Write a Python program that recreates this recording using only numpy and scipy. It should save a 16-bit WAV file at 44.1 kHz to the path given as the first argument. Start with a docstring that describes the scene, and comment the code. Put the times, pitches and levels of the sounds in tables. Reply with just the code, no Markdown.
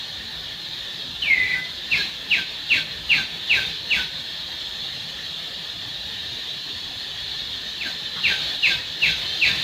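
"""A bird gives one long falling whistle, then two bouts of quick falling chirps, in a forest.
Each call is a quivering, slightly hoarse tone that slides down. Ground and trunks throw it back.
Far cicadas blur into one high drone over a low hush of air, and dry leaves scuff once.
The whole background swells briefly around each call."""
import sys
import numpy as np
from scipy import signal
from scipy.fft import rfft, irfft
from scipy.io import wavfile
from scipy.ndimage import uniform_filter1d

SR = 44100
rng = np.random.default_rng(int(sys.argv[2]) if len(sys.argv) > 2 else 0)


def master_out(mix):
    """Clip the mix to full scale and print it as 16-bit PCM to the path in sys.argv[1]."""
    frames = np.transpose(np.atleast_2d(mix))
    ceiling = np.clip(frames, -1, 1)
    pcm = np.round(ceiling * 32767).astype(np.int16)
    wavfile.write(sys.argv[1], SR, pcm)


N = 424683
TIME = np.arange(N) / SR

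# The bird's chirps, one a row: (time [s], level [dB], pitch [factor], length [factor],
# low ending's level against the chirp [dB], its pitch [Hz], background swell [dB], swell length [s])
CHIRPS = [(1.907, -15.5, 0.94, 1, -13.5, 1627, 7.5, 0.22), (2.302, -13.5, 0.99, 1.01, -15, 1527, 6.5, .15),
          (2.696, -13, .99, 1.03, -17.5, 1513, 8, .145), (3.090, -12.5, .99, 1.15, -15, 1542, 7.5, 0.17),
          (3.490, -13, 1, 1.09, -12, 1522, 7.5, 0.26), (3.899, -15.5, 1, 1.03, -10.5, 1490, 7.5, 0.18),
          (7.802, -25.5, 0.93, .75, -5.5, 1540, 2, .18), (8.231, -15.5, 0.98, .99, -10.5, 1535, 8, 0.2),
          (8.623, -13.5, 0.98, 1.09, -14.5, 1545, 8, 0.2), (9.013, -14, 0.98, 1.05, -17, 1513, 8.5, 0.17),
          (9.408, -13.5, 0.96, 1, -20, 1568, 10, 0.16)]
WHISTLE_AT_S, WHISTLE_S = 1.214, 0.34
FADE_IN_S, FADE_OUT_S = 0.043, 0.032  # how fast the background moves to a new level and back


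def gain_of(db):
    """Turns decibels into a factor to multiply a sound by."""
    return 10 ** (np.asarray(db) / 20)


def evened(x):
    """Scales a signal to an average strength (rms) of 1."""
    return x / np.sqrt(np.mean(x ** 2) + 1e-20)


def add(mix, start_s, sound):
    """Lays a sound into the mix at the given time."""
    part = mix[round(start_s * SR):][:len(sound)]
    part += sound[:len(part)]


def envelope(t, rise_s, hold_s, fall_s):
    """A loudness shape: rises from 0 at t = 0 to 1, holds, and falls back to 0."""
    return np.clip(np.minimum(t / rise_s, 1 + (rise_s + hold_s - t) / fall_s), 0, 1)


def drift(rate_hz):
    """A slow random wander, with little in it faster than the given rate."""
    hz = np.fft.rfftfreq(N, 1 / SR)
    return evened(irfft(rfft(rng.standard_normal(N)) * np.exp(-(hz / rate_hz) ** 2), N))


def flutter(width_hz):
    """A random wobble that smears a pure tone into a band about this wide."""
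    r = np.exp(-np.pi * width_hz * np.pi / 2 / SR)
    return signal.lfilter([1], [1, -2 * r, r * r], rng.standard_normal(N) + 1j * rng.standard_normal(N))


def noise(colour, patchy_db, flicker_db, strand_db):
    """Noise of a given colour, with drifting patches, thin lingering tones (strands) and a flicker."""
    hz = np.fft.rfftfreq(2048, 1 / SR)
    real, imag, patches, strands = rng.standard_normal((4, len(hz), N // 512 + 5))  # pitch by time
    patches = evened(uniform_filter1d(uniform_filter1d(patches, size=7, axis=0), size=8, axis=1))
    strands = evened(uniform_filter1d(uniform_filter1d(strands, size=2, axis=0), size=9, axis=1))
    flicker = evened(uniform_filter1d(rng.standard_normal(real.shape[1]), size=3))
    moving_db = patchy_db * patches + strand_db * np.minimum(strands, 2) + flicker_db * flicker
    colour_hz, colour_db = np.transpose(colour)
    steady_db = np.interp(np.log(hz + 1), np.log(colour_hz + 1), colour_db)
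    spectra = (real + 1j * imag) * gain_of(steady_db[:, None] + moving_db)
    return evened(signal.istft(spectra, nperseg=2048, noverlap=1536)[1][:N])


def air(hush_db=-43.5, hum_hz=160, hum_db=-58, low_cut_hz=38):
    """A soft hush of air and far-off rumble, with a faint, unsteady low hum."""
    # The colour of the hush: (frequency [Hz], relative level [dB])
    hush_colour = [(20, -23), (32, -7.5), (60, 2), (100, -0.5), (135, -1.5), (200, -3.5), (400, -7.5),
                   (800, -8.5), (1250, -11.5), (2200, -7.5), (4500, -15), (8500, -28.5), (11500, -29),
                   (14500, -26.5)]
    hum = np.sin(2 * np.pi * hum_hz * TIME) * drift(rate_hz=10.6)
    hush = noise(hush_colour, patchy_db=0.95, flicker_db=0.6, strand_db=3.3)
    hush = signal.lfilter(*signal.butter(2, low_cut_hz, "high", fs=SR), hush)
    return gain_of(hush_db) * hush + gain_of(hum_db) * evened(hum)


def cicadas(start_db=-35, growth_db_per_s=0.2734, dip_db=-3, waver_hz=14):
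    """Countless far insects merge into a slowly growing drone; a few narrow voices throb within it."""
    # The colour of the drone: (frequency [Hz], relative level [dB])
    drone_colour = [(2000, -27.5), (2550, -16), (3000, -7), (3500, 0), (3900, -1.5), (4300, -3),
                    (4700, -14.5), (5200, -17.5), (5550, -23.5), (6400, -23), (6750, -26.5), (7150, -27),
                    (7550, -32.5), (9000, -42)]
    # Insects that stand out: (pitch [Hz], width [Hz], level before the swell [dB], throb depth [dB])
    voices = [(1782, 136, -48, 2.5), (2800, 9.3, -58, -1.5), (3643, 38, -49.5, 5), (3960, 52, -54, -5),
              (4660, 10, -72, 3), (7000, 40, -73, -3)]
    dip = envelope(TIME - WHISTLE_AT_S, FADE_IN_S, WHISTLE_S, FADE_OUT_S)  # during the long whistle
    drone = noise(drone_colour, patchy_db=0.0, flicker_db=0.45, strand_db=4.4)
    drone *= gain_of(start_db + growth_db_per_s * TIME + dip_db * dip)
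    for hz, width_hz, db, throb_db in voices:
        effort = drift(rate_hz=12.88)  # the insect's push moves both its pitch and its loudness
        tone = np.exp(2j * np.pi * np.cumsum(hz + waver_hz * effort) / SR)
        voice = evened((flutter(width_hz) * tone).real)
        drone += gain_of(db + throb_db * np.minimum(effort, 2)) * voice
    return drone


def swell(rest_db=1.48, lead_s=0.024, rise_s=0.085, hold_s=0.03):
    """How much louder the background gets: it lifts around each call and sometimes stays up."""
    # Stretches where the background stays raised: (start [s], length [s], rise [dB])
    raised = [(1.2, 0.39, 3.5), (3.6, .11, 3.5), (7.83, .075, 4.5), (8.267, .29, 4), (9.05, 0.39, 3.5),
              (9.44, .25, 6)]
    rises_db = [db * envelope(TIME - start_s, FADE_IN_S, length_s - FADE_IN_S, FADE_OUT_S)
                for start_s, length_s, db in raised]
    for start_s, *_, db, length_s in CHIRPS:
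        fall_s = max(length_s + lead_s - rise_s - hold_s, FADE_OUT_S)
        rises_db.append(db * envelope(TIME - start_s + lead_s, rise_s, hold_s, fall_s))
    return gain_of(rest_db + np.max(rises_db, axis=0))


def scuff(peak_s=8.178, spread_s=0.029, db=-38):
    """One brief soft scuff in the dry leaves."""
    # (frequency [Hz], relative level [dB])
    colour = [(400, -21), (900, -3), (1300, 3), (2400, -4), (4000, -26), (9000, -40)]
    leaves = noise(colour, patchy_db=2, flicker_db=0, strand_db=0)
    return gain_of(db) * leaves * np.exp(-((TIME - peak_s) / spread_s) ** 2)


def forest(song, decay_s, db, build_s, low_cut_hz):
    """Trunks and leaves scatter tiny echoes that build up and die away; low notes scatter less."""
    t = np.arange(SR) / SR
    echoes = rng.choice([-1., 1.], SR) * (rng.random(SR) < 2000 / SR)  # about 2000 a second
    echoes *= (1 - np.exp(-(t / build_s) ** 2)) * gain_of(-60 * t / decay_s)
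    echoes /= np.linalg.norm(echoes)
    echoes = signal.lfilter(*signal.butter(2, low_cut_hz, "high", fs=SR), echoes)
    return gain_of(db) * signal.fftconvolve(song, echoes)[:N]


def with_echoes(song):
    """The song plus its first echoes, which boost and cancel it in turn so each slide throbs."""
    # Bounces off the ground and trunks: (delay [s], level against the song [dB])
    echoes = [(.0026, -29), (.0056, -5.5), (.0178, -25), (.0232, -8), (.036, -24)]
    heard = song.copy()
    for delay_s, db in echoes:
        add(heard, delay_s, gain_of(db) * song)
    return heard


def note(hz, quiver_share, rasp_db, rasp_hz=240, overtone_db=-40):
    """The bird's voice: a quivering tone that follows hz, with a fuzzy rasp just above its pitch."""
    t = np.arange(len(hz)) / SR
    fuzz = signal.sosfilt(signal.butter(3, rasp_hz, fs=SR, output="sos"), rng.standard_normal((3, SR)))
    quiver, fuzz_a, fuzz_b = evened(fuzz)[:, -len(t):]
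    phase = 2 * np.pi * np.cumsum(hz * (1 + quiver_share * quiver)) / SR
    rasp_phase = phase + 2 * np.pi * rasp_hz * t
    rasp = fuzz_a * np.sin(rasp_phase) + fuzz_b * np.cos(rasp_phase)
    return np.sin(phase) + gain_of(overtone_db) * np.sin(2 * phase) + gain_of(rasp_db) * rasp


def whistle(top_hz=3420, held_hz=2012, settle_s=.041):
    """One hoarse whistle that falls from a high start and then holds its pitch."""
    # The whistle's loudness through the scene: (time [s], level [dB])
    levels = [(1.214, -42), (1.226, -18), (1.25, -28), (1.3, -16.5), (1.335, -13.5), (1.37, -20.5),
              (1.47, -18), (1.565, -18.5), (1.582, -54)]
    t = np.arange(0, WHISTLE_S, 1 / SR)
    hz = held_hz + (top_hz - held_hz) * np.exp(-t / settle_s)
    loudness = gain_of(np.interp(WHISTLE_AT_S + t, *np.transpose(levels)))
    loudness *= signal.windows.tukey(len(t), .04)  # soft edges, so it does not click
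    return loudness * note(hz, quiver_share=.011, rasp_db=-13)


def low_note(hz=1533, db=-30):
    """The soft, level note that closes the whistle."""
    shape_s = (0.017, 0.018, 0.024)  # rise, hold, fall
    t = np.arange(0, sum(shape_s), 1 / SR)
    tone = note(np.full(len(t), hz), quiver_share=0.0071, rasp_db=-28)
    return gain_of(db) * envelope(t, *shape_s) * tone


def chirp(pitch, stretch, ending_db, ending_hz):
    """A chirp hangs on its top pitch, plunges, and gives a soft push on the low pitch where it lands."""
    top_hz = 2960 * pitch
    plunge_s, ending_at_s = .046, .052  # all times here are before stretching
    ending_shape_s = (.028, 0.0179, .026)  # rise, hold, fall
    t = np.arange(0, ending_at_s + sum(ending_shape_s), 1 / (SR * stretch))
    hz = ending_hz + (top_hz - ending_hz) * np.exp(-(t / plunge_s) ** 2)
    plunge = envelope(t, rise_s=0.017, hold_s=.012, fall_s=.027)
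    ending = gain_of(ending_db) * envelope(t - ending_at_s, *ending_shape_s)
    return (plunge + ending) * note(hz, quiver_share=.016, rasp_db=-22)


def bird():
    """The whole song: the long whistle, its closing low note, then the chirps."""
    song = np.zeros(N)
    add(song, WHISTLE_AT_S, whistle())
    add(song, start_s=1.54, sound=low_note())
    for start_s, db, pitch, stretch, ending_db, ending_hz, _, _ in CHIRPS:
        add(song, start_s, gain_of(db) * chirp(pitch, stretch, ending_db, ending_hz))
    return song


def scene():
    """The bird in front; its scattered echoes, the insects and the air swell together behind it."""
    song = bird()
    near = forest(song, decay_s=.2, db=-12, build_s=.012, low_cut_hz=1500)
    far = forest(song, decay_s=.8, db=-16, build_s=.07, low_cut_hz=1300)
    background = swell() * (near + far + cicadas() + air())
    return (with_echoes(song) + background + scuff())[None]


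def record(dry):
    """Cuts away the very highest treble, above 15600 Hz."""
    treble_cut = signal.firwin(511, 15600, window=("kaiser", 9), fs=SR)
    return signal.oaconvolve(dry, treble_cut[None], "same")


dry = scene()
out = record(dry)
master_out(out)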